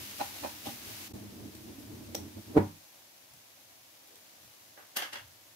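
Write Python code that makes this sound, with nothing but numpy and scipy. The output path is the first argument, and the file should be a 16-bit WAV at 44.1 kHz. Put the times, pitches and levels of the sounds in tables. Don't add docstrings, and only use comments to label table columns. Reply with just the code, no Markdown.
import sys
import numpy as np
from scipy import signal
from scipy.fft import rfft, irfft
from scipy.io import wavfile
from scipy.ndimage import uniform_filter1d

SR = 44100
rng = np.random.default_rng(int(sys.argv[2]) if len(sys.argv) > 2 else 0)


def wrap_up_sound(samples):
    columns = np.atleast_2d(samples).T
    tamed = np.clip(columns, -1, 1)
    steps = np.round(tamed * 32767).astype(np.int16)
    wavfile.write(sys.argv[1], SR, steps)


N = 244755
TIME = np.arange(N) / SR
FREQ = np.maximum(np.arange(N // 2 + 1) * SR / N, 1)

# (frequency [Hz], relative level [dB])
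FRYING_COLOUR = [(200, -16), (600, -4.5), (1400, -3.5), (2500, 0.5), (6500, -1.5), (8300, -8), (12500, -2),
                 (15500, -4)]
# (start [s], length [s], level [dB])
SWEEPS = [(0, 0.13, -45.5), (0.188, 0.074, -44), (0.352, .13, -46.5), (0.658, 0.034, -44),
          (0.853, 0.2, -46.5)]
# (frequency [Hz], relative level [dB])
AIR_COLOUR = [(30, -26.5), (100, -13.5), (160, -8), (320, -1.5), (430, -8.5), (550, -1.5), (850, -2.5),
              (1250, -7.5), (2200, -5), (6500, -5), (8500, -12.5), (12500, -6), (15500, -9)]
# (frequency [Hz], relative level [dB])
JET_COLOUR = [(300, -8.5), (1200, -0.5), (2500, 0.5), (6000, 0), (8500, -6.5), (12500, -1.5), (15500, -3.5)]
# (frequency [Hz], width [Hz], relative level in the flame [dB], relative level ringing after the thump [dB])
AIR_GAP = [(98.4, 28, 4.5, 2.5), (202.3, 12, 1.5, -1.5), (228.2, 21, -2.5, -2), (301.5, 32, -2.5, -4.5),
           (394, 98, -16.5, -6.5), (568.5, 56, -16, -9.5), (805, 55, -29, -13.5), (980, 66, -27.5, -17.5)]
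# (time [s], level [dB], half length [s])
FLARES = [(1.136, -45, 0.027), (1.414, -49.5, 0.094), (1.93, -51, 0.13), (2.229, -43, 0.037),
          (2.378, -45.5, 0.021), (2.513, -49, 0.024)]
# (time [s], level before gain [dB], build-up [s], brightness [Hz], relative scrape level [dB])
STROKES = [(.214, -31, 0.0088, 2000, -17), (.236, -47, 0.0033, 2500, -6), (.365, -52.5, .012, 2000, -13),
           (0.438, -37, .0069, 1800, -14), (.448, -32, 0.0024, 1190, -19), (.461, -35.5, 0.0026, 700, -34),
           (.67, -38, 0.0085, 500, -4.5), (.685, -38, .0035, 170, -22), (0.911, -53.5, 0.03, 200, -4)]
# (frequency [Hz], width [Hz], relative level [dB])
POT_RESONANCES = [(115, 20, 8), (274, 78, 5), (583, 105, 4), (700, 68, -1), (804, 59, 7), (1040, 36, -32),
                  (1450, 120, -8), (1760, 90, -7), (2380, 170, -4.5), (4000, 69, -1)]
# (time [s], level before gain [dB])
BLISTERS = [(1.1395, -51), (1.5514, -44.5), (1.7979, -49), (3.337, -50), (4.073, -50.5), (4.1562, -48),
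            (5.3229, -56)]
# (time [s], level before gain [dB])
KNOB_CLICKS = [(2.1473, -36.5), (2.1511, -30.5)]
# (frequency [Hz], relative level [dB])
KNOB_COLOUR = [(200, -32), (1200, -2.5), (2700, -1), (5000, -1.5), (5820, 8.5), (6600, -3), (8000, -7.5),
               (14000, -3), (15500, -8.5)]
# (frequency [Hz], width [Hz], relative level [dB])
STOVE_HOUSING = [(320, 39, 3), (467, 45, 4.5), (554, 45, 4), (635, 45, 5), (739, 70, -8)]
# (frequency [Hz], relative level [dB])
RUSH_COLOUR = [(25, -7), (60, -6), (100, -11.5), (160, -9.5), (300, -1.5), (430, -5), (560, -3.5),
               (720, -9.5), (900, -6), (1250, -19.5), (1900, -23), (3000, -35.5), (7000, -47), (14000, -52)]
# (time [s], level [dB], length [s], pitch [Hz])
BUMPS = [(3.346, -61, .025, 105.5), (4.14, -63.5, 0.063, 442), (4.446, -62.5, 0.044, 106),
         (5.266, -63, 0.089, 104.8)]
# (start [s], level before gain [dB], ring [s], brightness [Hz])
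CLATTER = [(4.773, -53.5, 0.036, 1300), (4.9644, -29.5, .012, 14000), (4.984, -39.5, 0.032, 4500),
           (5.019, -37, 0.025, 4600), (5.128, -39, 0.015, 5900), (5.153, -43, 0.025, 4000)]
# (frequency [Hz], width [Hz], relative level [dB])
UTENSIL_RESONANCES = [(320, 290, 0.5), (586, 80, 3), (838, 230, 3.5), (1300, 690, 0.5), (1685, 280, 7),
                      (2050, 320, 1.5), (2780, 400, 6), (3230, 240, 1.5), (4560, 1400, -0.5),
                      (6100, 540, -3), (9400, 2700, -3.5), (12000, 1800, 0.5)]
# (frequency [Hz], time to fall by 60 dB [s])
ROOM_DECAY = [(100, 0.385), (400, 0.14), (1200, 0.29), (4000, 0.2), (12000, 0.23)]
# (frequency [Hz], correlation [0 to 1])
MIC_LIKENESS = [(110, 0.92), (260, 0.51), (550, 0.25), (1100, 0)]
# (frequency [Hz], left minus right [dB])
MIC_DIFFERENCE = [(100, 0), (380, -2.34), (1200, -2), (4400, -.5), (6500, -0.5), (8500, 10), (15000, 2)]

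SIZZLE_END_S, FLAME_OUT_S = 1.085, 2.5755
FRYING_DB, SURGE_RISE_S, SURGE_FALL_S = -49.5, 0.022, 0.12
AIR_DB, JET_DB = -56.5, -57
JET_EMPTY_S, JET_FADE_S = 2.68, 0.1
FLAME_EARLY_DB, FLAME_STEADY_DB, FLAME_STARVED_DB = -56, -51, -55.5
THROB_HZ, DYING_THROB_HZ = 150, 105
STROKE_FALL_S, STROKE_LOW_HZ = 0.0082, 226
CLATTER_LOW_HZ, CLATTER_RISE_S = 358, 0.0043
TOP_HZ = 15650


def undb(db):
    return 10 ** (np.asarray(db) / 20)


def unit(x):
    return x / np.sqrt(np.mean(x ** 2))


def across(points, hz=FREQ):
    point_hz, value = np.transpose(points)
    return np.interp(np.log(hz), np.log(point_hz), value)


def shape(x, gain):
    return irfft(rfft(x) * gain, N)


def band(low_hz, high_hz):
    return 1 / np.sqrt((1 + (low_hz / FREQ) ** 4) * (1 + (FREQ / high_hz) ** 4))


def causal(points):
    cepstrum = irfft(np.log(undb(across(points))), N)
    cepstrum[1:N // 2] *= 2
    cepstrum[N // 2:] = 0
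    return np.exp(rfft(cepstrum))


def resonances(modes):
    return sum(undb(db) / (1 + 1j * (FREQ ** 2 - hz ** 2) / (FREQ * width)) for hz, width, db in modes)


def even(response):
    return response / np.sqrt(np.mean(np.abs(response) ** 2))


def pair(two):
    alike = across(MIC_LIKENESS)
    mid = shape(two[0], np.sqrt((1 + alike) / 2))
    side = shape(two[1], np.sqrt((1 - alike) / 2))
    return np.array([mid + side, mid - side])


def noise():
    return pair(rng.standard_normal((2, N)))


def walk(rate):
    step = int(SR / rate)
    stairs = np.repeat(rng.standard_normal(N // step + 1), step)
    return unit(uniform_filter1d(uniform_filter1d(stairs, step), step)[:N])


def swell(s, rise, fall, hold=0):
    before = np.maximum(s - TIME, 0)
    after = np.maximum(TIME - s - hold, 0)
    return np.exp(-before / rise - after / fall)


def kitchen(x, wet_db):
    t = TIME[:SR // 2]
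    diffuse, tail = noise(), 0
    for k, (_, t60) in enumerate(ROOM_DECAY):
        share = across([(hz, j == k) for j, (hz, _) in enumerate(ROOM_DECAY)])
        tail = tail + shape(diffuse, share)[:, :len(t)] * np.exp(-np.log(1000) * t / t60)
    tail = tail * (1 - np.exp(-t / .008))
    tail = unit(tail) / np.sqrt(len(t))
    return x + undb(wet_db) * signal.fftconvolve(np.atleast_2d(x), tail, axes=1)[:, :N]


def fizz(spread_db):
    size = np.repeat(undb(spread_db * rng.standard_normal(N // 20 + 1)), 20)[:N]
    return unit(noise() * size)


def smooth_hiss(level_db, colour):
    coloured = unit(shape(fizz(spread_db=1.5), undb(across(colour))))
    return coloured * undb(level_db + .4 * walk(3.28))


def frying():
    sizzle = shape(fizz(spread_db=1.5), even(causal(FRYING_COLOUR)))
    surge_power = sum((undb(db) * swell(s, SURGE_RISE_S, SURGE_FALL_S, hold=length)) ** 2
                      for s, length, db in SWEEPS)
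    level = np.sqrt(undb(FRYING_DB) ** 2 + surge_power)
    stop = np.clip((SIZZLE_END_S - TIME) / 0.0076, 0, 1)
    return sizzle * level * stop


def quiet_kitchen(rumble_db=-79):
    rumble = unit(shape(noise(), resonances([(103, 45, 0)]) ** 2))
    return smooth_hiss(AIR_DB, AIR_COLOUR) + rumble * undb(rumble_db + 2.5 * walk(7.6))


def gas_jet():
    flow = np.exp(-np.maximum(TIME - JET_EMPTY_S, 0) / JET_FADE_S)
    return flow * smooth_hiss(JET_DB, JET_COLOUR)


def flame_strength():
    steady = np.select([TIME < SIZZLE_END_S, TIME < KNOB_CLICKS[0][0], TIME < FLAME_OUT_S],
                       undb([FLAME_EARLY_DB, FLAME_STEADY_DB, FLAME_STARVED_DB]))
    steady = uniform_filter1d(steady, size=SR // 50)
    flare_power = sum((undb(db) * np.exp(-((TIME - s) / length) ** 2 / 2)) ** 2 for s, db, length in FLARES)
    return np.sqrt(steady ** 2 + flare_power)


def flame(flutter_db=1.9, moan_db=-8, moan_hz=265, wander=0.11):
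    gap = resonances([(hz, width, db) for hz, width, db, _ in AIR_GAP])
    turbulence = undb(across([(40, -8.0), (90, -2.0), (330, 2.5), (430, -3),
                              (900, -5.5), (2500, -24.0), (8000, -47)]))
    drone = unit(shape(noise(), gap * turbulence))
    pitch_hz = moan_hz * np.exp(wander * walk(9))
    moan = unit(np.sin(2 * np.pi * np.cumsum(pitch_hz) / SR) * walk(24.91))
    return (drone + undb(moan_db) * moan) * flame_strength() * undb(flutter_db * walk(30))


def spatula(gain_db=3.0):
    pot, blade = resonances(POT_RESONANCES), even(resonances([(3200, 1200, 0)]))
    strokes = 0
    for s, db, rise, bright_hz, scrape_db in STROKES:
        drag = fizz(spread_db=2.2) * swell(s, rise, STROKE_FALL_S) * undb(db + gain_db)
        low_hz = STROKE_LOW_HZ * np.sqrt(bright_hz / 1000)
        dulling = 1 / (1 + 1j * FREQ / bright_hz)
        knock = even(pot * band(low_hz, 9000) * dulling)
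        strokes = strokes + shape(drag, knock + undb(scrape_db) * blade)
    return kitchen(strokes, wet_db=-8.5)


def blisters(gain_db=2):
    bursts = noise() * sum(undb(db + gain_db) * swell(s, 0.00033, .003) for s, db in BLISTERS)
    return kitchen(shape(bursts, band(2500, 19000)), wet_db=-0.5)


def knob(fall=0.0028, gain_db=3, housing_db=-1):
    snap = noise() * sum(undb(db + gain_db) * swell(s, 0.00017, fall) for s, db in KNOB_CLICKS)
    click = even(causal(KNOB_COLOUR))
    housing = undb(housing_db) * even(resonances(STOVE_HOUSING))
    return kitchen(shape(snap, click + housing), wet_db=-6.0)


def flame_out(throb_db=-7, rush_db=-19, ring_db=-27, ring_s=.04):
    since = TIME - FLAME_OUT_S
    growth = np.minimum(1.7 * swell(FLAME_OUT_S - .0025, .0065, .007), 1)
    cycles = since * np.where(since < 0, THROB_HZ, DYING_THROB_HZ)
    sucks = -np.exp(5.5 * np.cos(2 * np.pi * cycles))
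    sucks = shape(sucks * growth, np.abs(resonances([(380, 260, 0)])) * band(180, 1500))
    throb = undb(throb_db) * sucks / np.abs(sucks).max()
    gust = noise() * swell(FLAME_OUT_S + 0.00067, 0.0084, 0.017)
    rush = shape(gust, even(causal(RUSH_COLOUR))) * undb(rush_db)
    ring = 0
    for hz, _, _, db in AIR_GAP:
        fall = ring_s * (AIR_GAP[0][0] / hz) ** .15
        swing = np.sin(2 * np.pi * hz * since) * swell(FLAME_OUT_S + 0.013, 0.0077, fall)
        ring = ring + undb(db + ring_db) * swing
    return kitchen(throb + rush, wet_db=-10.0) + ring


def bumps():
    knocks = 0
    for s, db, length, hz in BUMPS:
        thud = unit(shape(noise(), resonances([(hz, 0.5 * hz, 0)]) ** 2))
        knocks = knocks + thud * undb(db) * swell(s, length, length)
    return knocks


def utensil(gain_db=3):
    body, knocks = resonances(UTENSIL_RESONANCES), 0
    for s, db, ring, bright_hz in CLATTER:
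        envelope = swell(s + CLATTER_RISE_S, CLATTER_RISE_S, ring)
        rattle = fizz(spread_db=2.2) * envelope * undb(db + gain_db)
        knocks = knocks + shape(rattle, even(body * band(CLATTER_LOW_HZ, bright_hz)))
    return kitchen(knocks, wet_db=-5.5)


def scene():
    dip = 1 - (1 - undb(-22)) * np.exp(-((TIME - 1.13) / .007) ** 4)
    stove = frying() + quiet_kitchen() + gas_jet() + flame() + spatula() + blisters()
    later = knob() + flame_out() + bumps() + utensil()
    return dip * (stove + later)


def record(dry):
    half_difference = across(MIC_DIFFERENCE) / 2
    coloured = shape(dry, undb(np.array([[1], [-1]]) * half_difference))
    return signal.sosfilt(signal.ellip(12, .1, 80, TOP_HZ, fs=SR, output="sos"), coloured)


dry = scene()
out = record(dry)
wrap_up_sound(out)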